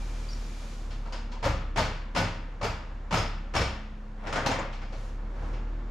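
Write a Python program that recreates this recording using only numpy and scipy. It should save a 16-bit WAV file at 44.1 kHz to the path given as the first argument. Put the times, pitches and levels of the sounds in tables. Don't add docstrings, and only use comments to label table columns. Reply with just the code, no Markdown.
import sys
import numpy as np
from scipy import signal
from scipy.fft import rfft, irfft, next_fast_len
from scipy.io import wavfile

SR = 44100
rng = np.random.default_rng(int(sys.argv[2]) if len(sys.argv) > 2 else 0)


def bounce(signal):
    frames = np.transpose(np.atleast_2d(signal))
    limited = np.clip(frames, -1, 1)
    pcm = np.round(limited * 32767).astype(np.int16)
    wavfile.write(sys.argv[1], SR, pcm)


N = 260190
TIME = np.arange(N) / SR

# start_s, firing_rate_hz
SPEED = [(0,38.54),(.4,37.5),(.9,35.37),(1.7,34.32),(2.9,35.1),(3.7,34.03),(4.5,31.45),(4.9,32.65),(5.3,37.13),(5.9,38.95)]
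# start_s, level_db
FIRING = [(0,-32),(.43,-35),(.6,-38),(.8,-36),(1.75,-35.5),(2.8,-39.5),(3.25,-34.5),(3.7,-41.5),(4.9,-35),(5.17,-36),(5.44,-32),(5.9,-35.5)]
# multiple_of_firing_rate, level_db
EXHAUST = [(2,-16),(3,-20.5),(4,-25),(5,-35),(6,-28.5),(7,-26),(8,-34.5),(9,-28.5)]
# start_s, pitch_hz, level_db
DRONE = [(0,224.9,-54),(1.3,226.5,-52),(2.5,211.6,-55),(4.1,213.5,-47),(5.2,211,-54.5),(5.9,230.4,-54.5)]
# frequency_hz, density_db_per_hz
ENGINE_NOISE = [(50,5),(90,-2),(160,-4.5),(270,-8.5),(380,-12.5),(520,-8.5),(650,-13.5),(930,-12),(1700,-18.5),(2500,-27),(7400,-43.5),(13000,-98)]
REFERENCE_FIRING_HZ, ENGINE_NOISE_DB, ENGINE_NOISE_DB_PER_HZ = 35, -48, 0.72
# frequency_hz, density_db_per_hz
HISS = [(500,-32),(1200,-2.5),(2400,-1.5),(4000,-2.5),(6500,-4),(9000,-16),(12500,-16),(14500,-40)]
HISS_DB, HISS_HOLD_S, HISS_FADE_DB_PER_S, HISS_FLOOR_DB = -54, 0.73, 45, -73.5
WHISTLE_FADE_DB_PER_S = 10
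# middle_s, bell_width_s (standard deviation), low_noise_db, hiss_db
SWELLS = [(5.04,0.081,-52,-59),(5.46,0.085,-42.5,-65)]

# frequency_hz, left_right_correlation
LIKENESS = [(60,.999),(125,1),(250,0.92),(500,0.9),(1000,0.59),(2000,0.6),(4500,0.57),(8000,0.79),(12000,.35)]
# frequency_hz, left_minus_right_db
STACK_SIDE = [(200,-0.5),(1100,2.5),(4500,0.3),(12000,3)]
CUTOFF_HZ = 13200

# nominal_pitch_hz, relative_level_db, t60_s
DECK = [(62.4,-1.5,0.72),(87.4,-7,0.67),(105.2,1.5,0.38),(131.6,-9,0.57),(170.6,-8,0.54),(226.7,-10.5,0.32),(277,-18,0.41)]
FIRST_JOLT_DB, DROP_AFTER_S, DROP_DB = -1.5, .049, -0.5
CHATTER_DELAY_S, CHATTER_FADE_DB_PER_S = .05, 103
CHATTER_LOW_HZ, CHATTER_HIGH_HZ, CHATTER_CYCLES = 448, 2636, 61
# start_s, centre_pitch_hz, relative_level_db, t60_s
THUMPS = [(1.054,1256,-14,0.26),(1.134,957,-9.5,0.44),(1.328,956,-9.5,.13),(1.366,956,-9,.13),
          (1.443,289,-2,0.53),(1.447,565,4.5,0.35),(1.449,1220,-3,.16),
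          (1.780,902,11,0.12),(1.783,633,5.5,.25),
          (2.150,1025,-1,.07),(2.165,170,3.5,0.24),(2.174,1405,5.5,0.35),
          (2.611,572,6,.1),(2.612,1084,4,.09),(2.631,988,7.5,0.14),(2.640,435,6.5,0.17),
          (3.128,175.3,9,.3),(3.140,1253,6,0.23),(3.143,900,4.5,0.23),
          (3.541,1307,5,0.18),(3.560,1124,5.5,0.16),
          (4.376,657,9,.09),(4.480,150,-1,0.43),(4.486,250.3,5.5,0.33),(4.487,537,11,0.079),(4.513,620,4,0.058)]
# start_s, centre_pitch_hz, relative_level_db, t60_s
CLINKS = [(.283,4600,-6,0.52),(.305,5530,-6,0.3),(1.123,4880,-3.5,0.32),(3.150,12000,-15,0.28),(3.168,5060,6.5,0.43),(3.172,6500,-1,.3),
          (4.461,4220,5,.22),(4.461,4500,-1,0.19),(4.461,5430,1,0.13),(4.461,6050,5.5,0.16),(4.461,11900,-14,0.23),(4.513,7000,1,.09),(4.592,6970,4,0.047)]
CATCH_T60_S = 0.47
CATCH_OVERTONE_HZ, CATCH_OVERTONE_DB, CATCH_OVERTONE_T60_S = 11900, -16.5, 0.28
BUZZ_PER_S = 250
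# peak_s, relative_level_db, rise_db_per_s, release_db_per_s
SCRAPES = [(4.268,0,205,220),(4.457,3.5,450,400),(4.785,-12.5,150,110),(5.49,-16,45,100)]
# frequency_hz, density_db_per_hz
SCRAPE = [(100,1),(330,-6),(550,2),(1000,-0.5),(2300,-11),(4000,-22),(12000,-49)]
SLIPS_PER_S = 370

# nominal_pitch_hz, relative_level_db
FRAME = [(547,-9),(637,-10),(905,-13.5),(946,-9.5),(1168,-14),(1210,-12),(1257,-13),(1369,-13),(1503,-10.5),(2040,-17),(2287,-11),(2600,-17),(3170,-15),(4149,-17),(4404,-17),(4500,-18),(4886,-20),(4976,-19),(5147,-17),(5486,-17.5),(6400,-21),(7550,-24)]
# pitch_hz, t60_s
FRAME_T60 = [(550,0.56),(7500,0.37)]
# frequency_hz, density_db_per_hz
CLATTER = [(50,-16),(70,-4),(115,-5),(200,-11),(370,-10),(560,-9),(850,-9),(1230,-14),(2670,-15.5),(3790,-22),(5050,-23),(6730,-27),(9000,-40),(10800,-42),(12000,-46),(13500,-49)]
# frequency_hz, t60_s
TRAILER = [(80,0.57),(210,0.94),(560,0.5),(1500,0.92),(4000,0.71),(10000,0.25)]
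# centre_hz, share_taken_out (0-1), quality
HOLLOWS = [(375,0.51,6.8)]
# start_s, force_db, slack_db, slam_after_s, rebound_after_s, rebound_db,
# struck_spot_hz, added_spot_db, deck_db, deck_tilt_db_per_octave, catch_pitch_hz, catch_db
JERKS = [(1.426,-4.5,-2,.025,0.063,-12,534,4,5,-0.5,4800,-10),
         (1.759,-1,-2.5,.024,0.091,-10.5,860,-21,2,-2.5,4560,4),
         (2.148,-1,-3,0.024,0.091,-10.5,1360,-14,3.5,2,4970,3),
         (2.611,-5.5,-3.5,0.031,0.073,-23,930,-1.5,-2,-0.5,4830,-1),
         (3.108,-1.5,-4,.032,.063,-2,1290,-5,0.5,3.5,5034,-8),
         (3.537,-0.5,-6,0.025,0.071,-2.5,909,-19,1,-6.5,5290,6.5)]
# (clank_db, bright_edge_db)
SLACK, STRIKE, SLAM, REBOUND = (0, -2.5), (-0.27, -0.66), (0, 0), (-1.7, 0)
STRIKE_SHARE = .52
SLACK_SPOT_HZ, SLAM_SPOT_HZ, KNOCK_SPOT_DB = 925, 1270, 0
# start_s, clank_db, bright_edge_db, struck_spot_hz
KNOCKS = [(0.904,-23,-16,1320),(1.052,-20,-20,1020),(1.123,-14,-10,1398),(1.315,-21,-15.5,959),
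          (4.268,-6.5,-10.5,550),(4.325,-4.5,-5,1320),(4.357,-1,-5.5,1590),
          (4.460,-1,0,810),(4.484,-5,-13,540),(4.513,-3.5,-6,1000),(4.586,-6,-14.5,547.6),(4.626,-23,-31,1000),
          (4.725,-24,-16,1210),(4.815,-19,-18,2220),(4.923,-18,-17.5,510),(5.528,-20,-19.5,2703)]


def from_db(db):
    return 10 ** (np.asarray(db) / 20)


def rms_one(x):
    return x / np.sqrt(np.mean(x ** 2) + 1e-20)


def in_time(rows):
    s, *columns = np.transpose(rows)
    return [np.interp(TIME, s, c) for c in columns]


def at_hz(points, hz):
    table_hz, values = np.array(points).T
    return np.interp(np.log(hz), np.log(table_hz), values)


def cut(x, hz, kind, order=2):
    return signal.sosfilt(signal.butter(order, hz, kind, fs=SR, output="sos"), x)


def resonance(x, hz, quality):
    return signal.lfilter(*signal.iirpeak(min(hz, .45 * SR), quality, fs=SR), x)


def drift(rate):
    knots = rng.standard_normal(600)
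    return np.interp(TIME * rate, np.arange(len(knots)), knots)


def dying(t60):
    return np.exp(-np.log(1000) * TIME[:SR] / t60)


def add(out, s, sound):
    start = max(int(s * SR), 0)
    out[:, start:start + sound.shape[1]] += sound[:, :N - start]


def stereo_bands(spectrum, size):
    edges = 45 * 2 ** (np.arange(26) / 3)
    white = rng.standard_normal((2, 2, size))
    for k, (low, high) in enumerate(zip(edges, edges[1:])):
        mid, side = cut(white[k % 2], [low, high], "band", order=3)
        hz = np.sqrt(low * high)
        alike = np.clip(at_hz(LIKENESS, hz), -1, 1)
        pair = np.sqrt(1 + alike) * mid + np.sqrt(1 - alike) * np.array([side, -side])
        yield hz, from_db(at_hz(spectrum, hz)) * pair


def noise(spectrum):
    return rms_one(sum(band for hz, band in stereo_bands(spectrum, N)))


def modes(table, uneven_db, spread, loose):
    out = np.zeros((2, SR), np.float32)
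    for hz, db, t60 in table:
        phase = rng.uniform(0, 2 * np.pi) + spread * rng.standard_normal((2, 1))
        detune = 1 + loose * hz / 1000 * rng.standard_normal()
        turn = 2 * np.pi * hz * detune * TIME[:SR]
        gain = from_db(db + uneven_db * rng.standard_normal())
        out += gain * dying(t60) * np.sin((turn + phase).astype(np.float32))
    return out


def clusters(rows, level_db, width, spread, bite_s, buzz_db, count):
    out, t = np.zeros((2, N)), TIME[:SR // 2]
    for s, hz, db, t60 in rows:
        partials = hz * (1 + width * rng.uniform(-1, 1, size=(count, 1, 1)))
        phase = rng.uniform(0, 2 * np.pi, size=(count, 1, 1))
        phase = phase + spread * rng.standard_normal(size=(count, 2, 1))
        turn = (2 * np.pi * partials * t).astype(np.float32)
        cluster = np.sin(turn + phase.astype(np.float32)).sum(axis=0)
        knots = np.arange(0, 1, 1 / BUZZ_PER_S)
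        buzz = np.interp(t, knots, rng.standard_normal(len(knots)))
        envelope = (dying(t60) * (1 - dying(bite_s)))[:len(t)]
        add(out, s, from_db(level_db + db + buzz_db * buzz) * rms_one(cluster) * envelope)
    return out


def firing_rate():
    return in_time(SPEED)[0]


def yard(flutter_db, whistle_hz, whistle_db):
    rumble = from_db(ENGINE_NOISE_DB + ENGINE_NOISE_DB_PER_HZ * (firing_rate() - REFERENCE_FIRING_HZ))
    fade_db = HISS_FADE_DB_PER_S * np.maximum(TIME - HISS_HOLD_S, 0)
    hiss = from_db(HISS_DB - fade_db) + from_db(HISS_FLOOR_DB)
    for s, width_s, low_db, high_db in SWELLS:
        swell = np.exp(-.5 * ((TIME - s) / width_s) ** 2)
        rumble = np.hypot(rumble, from_db(low_db) * swell)
        hiss = np.hypot(hiss, from_db(high_db) * swell)
    whistle = resonance(rng.standard_normal(N), whistle_hz, quality=27)
    whistle = rms_one(resonance(whistle, whistle_hz, quality=27))
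    whistle = from_db(whistle_db - WHISTLE_FADE_DB_PER_S * TIME) * whistle
    flutter = from_db(flutter_db * drift(14))
    return rumble * flutter * noise(ENGINE_NOISE) + hiss * (noise(HISS) + whistle)


def engine(tone_db, throb_db, waver_db, drone_db):
    level_db = tone_db + in_time(FIRING)[0] + throb_db * drift(11)
    turn = 2 * np.pi * np.cumsum(firing_rate()) / SR
    tone = np.sin(turn)
    for multiple, db in EXHAUST:
        gain = from_db(db + waver_db * drift(7.7))
        tone = tone + gain * np.sin(round(multiple) * turn + rng.uniform(0, 2 * np.pi))
    hz, db = in_time(DRONE)
    drone_gain = from_db(db + drone_db + waver_db * drift(6.8))
    drone = drone_gain * np.sin(2 * np.pi * np.cumsum(hz) / SR)
    return np.sqrt(2) * (from_db(level_db) * tone + drone)


def deck(level_db, swell_s):
    out = np.zeros((2, N))
    for s, _, _, slam_s, *_, db, tilt, _, _ in JERKS:
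        panels = [(hz, mode_db + tilt * np.log2(hz / 100), t60) for hz, mode_db, t60 in DECK]
        for after_s, jolt_db in ((0, FIRST_JOLT_DB), (DROP_AFTER_S, DROP_DB)):
            boom = modes(panels, uneven_db=0.0, spread=0.029, loose=0.035)
            boom = boom * (1 - np.exp(-TIME[:SR] / swell_s))
            add(out, s + STRIKE_SHARE * slam_s + after_s, from_db(level_db + db + jolt_db) * boom)
    return out


def contacts():
    for s, db, slack_db, slam_s, rebound_s, rebound_db, spot_hz, spot_db, *_ in JERKS:
        yield s, *np.add(SLACK, db + slack_db), SLACK_SPOT_HZ, spot_db, True
        yield s + STRIKE_SHARE * slam_s, *np.add(STRIKE, db), spot_hz, spot_db, True
        yield s + slam_s, *np.add(SLAM, db), SLAM_SPOT_HZ, spot_db, True
        yield s + rebound_s, *np.add(REBOUND, db + rebound_db), spot_hz, spot_db, True
    for knock in KNOCKS:
        yield *knock, KNOCK_SPOT_DB, False


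def chatter(level_db, uneven_db, spread, count):
    out, t = np.zeros((2, N)), TIME[:SR // 8]
    for s, db, *_ in contacts():
        for after_s in rng.exponential(CHATTER_DELAY_S, count):
            hz = CHATTER_LOW_HZ * (CHATTER_HIGH_HZ / CHATTER_LOW_HZ) ** rng.random()
            tone = np.sin(2 * np.pi * hz * t + spread * rng.standard_normal((2, 1)))
            tap = tone * np.exp(-np.log(1000) * hz * t / CHATTER_CYCLES)
            tap_db = level_db + db - CHATTER_FADE_DB_PER_S * after_s + uneven_db * rng.standard_normal()
            add(out, min(s + after_s, TIME[-1]), from_db(tap_db) * tap)
    return out


def clinks():
    for s, _, _, slam_s, *_, hz, db in JERKS:
        yield s + slam_s, hz, db, CATCH_T60_S
        yield s + slam_s, CATCH_OVERTONE_HZ, CATCH_OVERTONE_DB, CATCH_OVERTONE_T60_S
    yield from CLINKS


def scrape(level_db, grit_db):
    slips = rms_one(sum(band for hz, band in stereo_bands(SCRAPE, 2 * SR)))
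    since = TIME[:SR] - .5
    out = np.zeros((2, N))
    for s, db, rise, release in SCRAPES:
        swell_db = np.minimum(rise * since, -release * since) + grit_db * drift(SLIPS_PER_S)[:SR]
        start = rng.integers(SR)
        add(out, s + since[0], from_db(level_db + db + swell_db) * slips[:, start:start + SR])
    return out


def trailer_response(crack_t60, early_db, early_t60, tail_db):
    centres, bands = zip(*stereo_bands(CLATTER, 3 * SR))
    bands = (np.array(bands) / np.std(sum(bands))).astype(np.float32)
    early = from_db(early_db) * dying(early_t60)
    tails = [from_db(tail_db) * dying(at_hz(TRAILER, hz)) for hz in centres]
    echoes = np.array([early + tail for tail in tails], np.float32)

    def response(crack_db):
        start = rng.integers(2 * SR)
        envelopes = echoes + (from_db(crack_db) * dying(crack_t60)).astype(np.float32)
        return np.einsum("bct,bt->ct", bands[:, :, start:start + SR], envelopes)
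    return response


def frame_ring(ring_db, strain):
    strained = [(hz * (1 + strain * rng.standard_normal()), db, at_hz(FRAME_T60, hz)) for hz, db in FRAME]
    return from_db(ring_db) * modes(strained, uneven_db=3, spread=.4, loose=.0004)


def post(split_hz, clank_db, edge_db, ring_db, spot_quality, bite_s, dull_hz,
         jammed_crack_db, loose_crack_db, strain):
    response = trailer_response(crack_t60=0.025, early_db=-5.0, early_t60=0.41, tail_db=-5.5)
    rings = [frame_ring(ring_db, strain) for _ in range(11)]
    clank, edge = np.zeros((2, 2, N))
    for k, (s, low_db, high_db, spot_hz, spot_db, jammed) in enumerate(contacts()):
        blow = response(jammed_crack_db if jammed else loose_crack_db)
        blow = blow + from_db(spot_db) * resonance(blow, spot_hz, spot_quality)
        blow = blow + rings[k % len(rings)]
        softness = from_db(-.4 * high_db)
        blow = blow * (1 - np.exp(-TIME[:SR] / (bite_s * softness ** 2)))
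        add(clank, s, from_db(clank_db + low_db) * blow)
        bright = cut(blow, min(dull_hz / softness, .45 * SR), "low")
        add(edge, s, from_db(edge_db + high_db) * bright)
    out = cut(clank, split_hz, "low", order=3) + cut(edge, split_hz, "high", order=3)
    for hz, share, quality in HOLLOWS:
        out = out - np.clip(share, 0, 1) * resonance(out, hz, quality)
    return out


def off_the_stack(x):
    size = next_fast_len(N + SR)
    lean_db = at_hz(STACK_SIDE, np.maximum(np.fft.rfftfreq(size, 1 / SR), 1))
    gains = from_db(np.array([lean_db, -lean_db]) / 2)
    return irfft(rfft(x, size) * gains, size)[:, :N]


def scene():
    background = yard(flutter_db=0.6, whistle_hz=2374, whistle_db=-8)
    background = background + engine(tone_db=0.83, throb_db=1.5, waver_db=2.5, drone_db=-4.5)
    boom = deck(level_db=-31.5, swell_s=0.0045)
    clatter = chatter(level_db=-30.5, uneven_db=3, spread=0.19, count=5)
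    clatter = clatter + clusters(THUMPS, level_db=-37.5, width=0.0806, spread=0.086,
                                 bite_s=0.015, buzz_db=1.0, count=4)
    clatter = clatter + clusters(clinks(), level_db=-44.5, width=0.055, spread=0.48,
                                 bite_s=0.0082, buzz_db=3.0, count=16)
    clatter = clatter + scrape(level_db=-38.5, grit_db=2.5)
    clatter = clatter + post(split_hz=2400, clank_db=-27.0, edge_db=-26.5, ring_db=-4.0, spot_quality=6.43,
                             bite_s=0.00092, dull_hz=14400, jammed_crack_db=-10, loose_crack_db=-4.5,
                             strain=0.0029)
    return off_the_stack(clatter) + boom + background


def record(dry):
    return signal.sosfilt(signal.ellip(8, .1, 80, CUTOFF_HZ, fs=SR, output="sos"), dry)


dry = scene()
out = record(dry)
bounce(out)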